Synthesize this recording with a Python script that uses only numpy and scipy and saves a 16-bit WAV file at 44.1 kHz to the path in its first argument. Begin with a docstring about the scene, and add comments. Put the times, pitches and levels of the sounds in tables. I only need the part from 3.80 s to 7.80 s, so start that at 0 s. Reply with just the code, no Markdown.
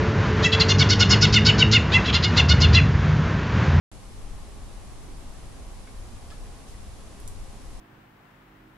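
"""A quiet workshop: moving air, a deep building rumble and a faint hum of fan and mains,
under steady microphone hiss. The sound cuts in just after the start. The low middle swells once;
soft bumps, light ringing knocks, dry ticks and scuffs come from the room. Near the end a small
plastic thing in the hand clicks twice, close by, each click a cluster of hard contacts."""
import sys
import numpy as np
from scipy import signal
from scipy.fft import rfft, irfft
from scipy.io import wavfile
from scipy.ndimage import uniform_filter1d

SR = 44100
rng = np.random.default_rng(int(sys.argv[2]) if len(sys.argv) > 2 else 0)


def log_audio(samples):
    """Write samples as a 16-bit WAV file to the path given in sys.argv[1]."""
    # one column per channel
    frames = np.atleast_2d(samples).T
    # limit to full scale, then quantise
    limited = np.clip(frames, -1, 1)
    pcm = np.round(limited * 32767).astype(np.int16)
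    wavfile.write(sys.argv[1], SR, pcm)


N = 176400
TIME_S = np.arange(N) / SR
BIN_HZ = np.arange(N // 2 + 1) * SR / N


def gain(db):
    """Decibels to gain."""
    return 10 ** (np.asarray(db) / 20)


def unit_rms(x):
    """Scale to rms 1."""
    return x / np.sqrt(np.mean(x ** 2))


def wander(rate_hz):
    """Random steps, smoothed twice; spread near 1."""
    hold = int(SR / rate_hz)
    steps = np.repeat(rng.standard_normal(N // hold + 1), hold)
    return 1.31 * uniform_filter1d(uniform_filter1d(steps, hold), hold)[:N]


def shaped_noise(spectrum):
    """Noise of rms 1 shaped by (Hz, dB) points."""
    hz, db = np.array(spectrum).T
    bin_db = np.interp(np.log(np.maximum(BIN_HZ, 1)), np.log(hz), db)
    return unit_rms(irfft(rfft(rng.standard_normal(N)) * gain(bin_db), N))


def bandpass(x, low_hz, high_hz):
    """Butterworth band filter."""
    return signal.sosfilt(signal.butter(2, [low_hz, high_hz], "band", fs=SR, output="sos"), x)


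def stereo(mid, side, side_db):
    """Left and right from mid and side."""
    return mid + gain(side_db) * side * np.array([[1], [-1]])


def pan_left(x, lead_db):
    """Tilt the balance to the left."""
    return x * gain([[lead_db / 2], [-lead_db / 2]])


def delay_left(x, lag_s):
    """Sound from the right reaches the left microphone late."""
    left, right = x * np.ones((2, 1))
    return np.array([irfft(rfft(left) * np.exp(-2j * np.pi * BIN_HZ * lag_s), N), right])


def burst(start_s, attack_s, decay_s, low_hz, high_hz, side_db):
    """Stereo noise band: linear rise, exponential decay."""
    age_s = TIME_S - start_s
    envelope = np.clip(age_s / attack_s, 0, 1) * np.exp(-np.maximum(age_s - attack_s, 0) / decay_s)
    mid, side = (unit_rms(bandpass(rng.standard_normal(N), low_hz, high_hz)) for _ in range(2))
    return envelope * stereo(mid, side, side_db)


def room(x, wet_db, t60_s=.3):
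    """Add the short diffuse tail of the block walls."""
    tail = rng.standard_normal((2, SR)) * np.exp(-np.log(1000) * TIME_S[:SR] / t60_s)
    tail /= np.sqrt(np.sum(tail ** 2, axis=1, keepdims=True))
    return x + gain(wet_db) * signal.fftconvolve(x, tail, axes=1)[:, :N]


# Each row: frequency in Hz, relative density in dB.
AIR_SPECTRUM = [(75, -1.5), (100, -3), (125, -3), (175, -8), (240, -6.5), (360, -11.5), (470, -14),
                (600, -15), (740, -14), (900, -17), (1110, -16), (1400, -24), (2100, -27.5), (4000, -35),
                (9000, -55), (12300, -52), (13000, -85)]


def air(level_db=-48, waver_db=.5):
    """Moving room air, wavering slightly."""
    flow = stereo(shaped_noise(AIR_SPECTRUM), shaped_noise(AIR_SPECTRUM), side_db=-6)
    return gain(level_db + waver_db * wander(rate_hz=5.12)) * flow


# Each row: frequency in Hz, relative density in dB.
RUMBLE_SPECTRUM = [(6, -18.5), (14, 1.5), (23, -10), (32, 0), (41, -7), (60, -8.5), (75, -13.5), (110, -33),
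                   (250, -56), (2000, -92)]
# Each row: time in seconds, level in dB.
RUMBLE_ENVELOPE = [(.12, -47), (.4, -40.5), (.54, -38.5), (.72, -42), (1.1, -40.5), (1.5, -42),
                   (2.05, -42.5), (2.3, -38.5), (2.65, -42), (2.85, -46.5), (3.1, -38), (3.27, -47.5),
                   (3.45, -39.5), (3.62, -37.5), (3.72, -46), (4, -40)]


def rumble():
    """Deep building rumble that swells and sinks, slightly left."""
    level_db = np.interp(TIME_S, *np.array(RUMBLE_ENVELOPE).T)
    deep = stereo(shaped_noise(RUMBLE_SPECTRUM), shaped_noise(RUMBLE_SPECTRUM), side_db=-6)
    return pan_left(gain(level_db) * deep, lead_db=2)


# Each row: frequency in Hz, level in dB.
HUM_TONES = [(100, -59), (200, -64.5), (409.2, -68.5), (534, -70.5), (818.3, -69), (1064, -75), (7800, -84)]


def hum(drift_ratio=.0012, waver_db=1.7):
    """Mains and fan tones, each drifting in pitch and level."""
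    def tone(hz):
        cycles = np.cumsum(hz * (1 + drift_ratio * wander(rate_hz=5.98))) / SR + rng.random()
        return unit_rms(np.sin(2 * np.pi * cycles) * gain(waver_db * wander(rate_hz=4.92)))
    return sum(gain(db) * stereo(tone(hz), tone(hz), side_db=-4.5) for hz, db in HUM_TONES)


# Each row: start in seconds, level in dB.
DULL_BUMPS = [(.51, -43.5), (3.44, -42), (3.491, -49), (3.57, -51.5)]


def bumps():
    """Soft low bumps just above the rumble."""
    return sum(gain(db) * burst(start_s, attack_s=.012, decay_s=.047, low_hz=47, high_hz=93, side_db=-6)
               for start_s, db in DULL_BUMPS)


def swell(level_db=-54):
    """The low middle of the room sound swells once and settles."""
    return gain(level_db) * burst(1.11, attack_s=.19, decay_s=.29, low_hz=210, high_hz=330, side_db=-6)


def ring(start_s, hz, decay_s, attack_s=.001):
    """One light knock: a damped sine."""
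    age_s = np.maximum(TIME_S - start_s, 0)
    envelope = np.minimum(age_s / attack_s, 1) * np.exp(-age_s / decay_s)
    return envelope * np.sin(2 * np.pi * hz * age_s)


def contact(start_s, low_hz, high_hz):
    """One hard contact: a band-limited impulse of peak 1."""
    pulse = bandpass(np.sinc((TIME_S - start_s) * SR), low_hz, high_hz)
    return pulse / np.max(np.abs(pulse))


# Each row: start in seconds, level in dB, ring in Hz, decay in seconds.
KNOCK_RINGS = [(2.073, -49, 1550, .004), (2.076, -50, 2250, .006), (2.508, -52, 1640, .009),
               (2.517, -50, 1720, .009), (2.519, -46, 1307, .008), (2.940, -50.5, 1990, .005)]
# Each row: start in seconds, level in dB, low and high edge in Hz.
TICK_CONTACTS = [(2.0746, -42, 1200, 2600), (2.0760, -47, 1400, 3000), (2.5032, -40, 2500, 6500),
                 (2.5245, -47, 2800, 6500), (2.9422, -52, 1600, 2600)]


def knocks_and_ticks():
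    """Small things touch in the room: short rings and dry ticks."""
    rings = sum(gain(db) * ring(start_s, hz, decay_s) for start_s, db, hz, decay_s in KNOCK_RINGS)
    ticks = sum(gain(db) * contact(start_s, *band_hz) for start_s, db, *band_hz in TICK_CONTACTS)
    direct = delay_left(rings + ticks, lag_s=30e-6)
    return room(pan_left(direct, lead_db=2), wet_db=0)


# Each row: start in seconds, level in dB, attack and decay in seconds, low and high edge in Hz.
SCUFF_BURSTS = [(2.6, -65, .004, .012, 3000, 11000), (2.502, -53, 0.0015, 0.016, 1800, 4900),
                (2.495, -62, .015, 0.033, 7000, 9300), (2.865, -57, .022, 0.02, 2800, 8600),
                (2.9, -60, .006, .012, 6000, 11000)]


def scuffs():
    """Something shifts on the right with faint scuffs and rustles."""
    direct = sum(gain(db) * burst(start_s, *shape, side_db=-4) for start_s, db, *shape in SCUFF_BURSTS)
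    return room(delay_left(direct, lag_s=30e-6), wet_db=-1)


# Each row: start in seconds, level in dB, low and high edge in Hz.
CLICK_CONTACTS = [(3.3996, -38.5, 8000, 11800), (3.4004, -35, 8000, 10500), (3.4031, -31.5, 8200, 12300),
                  (3.4773, -29, 7200, 10500), (3.4773, -27, 6000, 11000), (3.4775, -38, 3800, 6000),
                  (3.4781, -35, 4000, 9000), (3.485, -38, 6500, 9500), (3.4850, -39, 4500, 9000),
                  (3.4861, -37.5, 6800, 10000)]


def plastic_clicks(rub_db=-44):
    """Two clusters of bright contacts on the right; the plastic rubs during the second."""
    contacts = sum(gain(db) * contact(start_s, *band_hz) for start_s, db, *band_hz in CLICK_CONTACTS)
    rub = burst(3.4775, attack_s=.002, decay_s=.0075, low_hz=6500, high_hz=11700, side_db=-4)
    return room(delay_left(contacts + gain(rub_db) * rub, lag_s=50e-6), wet_db=-7)


def scene():
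    """The steady room and its few small sounds."""
    return air() + rumble() + hum() + bumps() + swell() + knocks_and_ticks() + scuffs() + plastic_clicks()


# Each row: frequency in Hz, relative density in dB.
HISS_SPECTRUM = [(200, 5), (1500, 3), (3000, 2), (5000, 1.5), (8000, 0.94), (10800, 0), (11600, -5),
                 (12400, -13), (12700, -35), (13000, -60)]


def record(dry, hiss_db=-56.5, unmute_s=.1155, cutoff_hz=13400):
    """The recorder adds microphone hiss, unmutes just after the start and cuts the top."""
    hiss = gain(hiss_db) * stereo(shaped_noise(HISS_SPECTRUM), shaped_noise(HISS_SPECTRUM), side_db=-1)
    gate = TIME_S >= unmute_s
    lowpass = signal.ellip(8, .1, 50, cutoff_hz, fs=SR, output="sos")
    return signal.sosfiltfilt(lowpass, gate * (dry + hiss))


dry = scene()
out = record(dry)
log_audio(out)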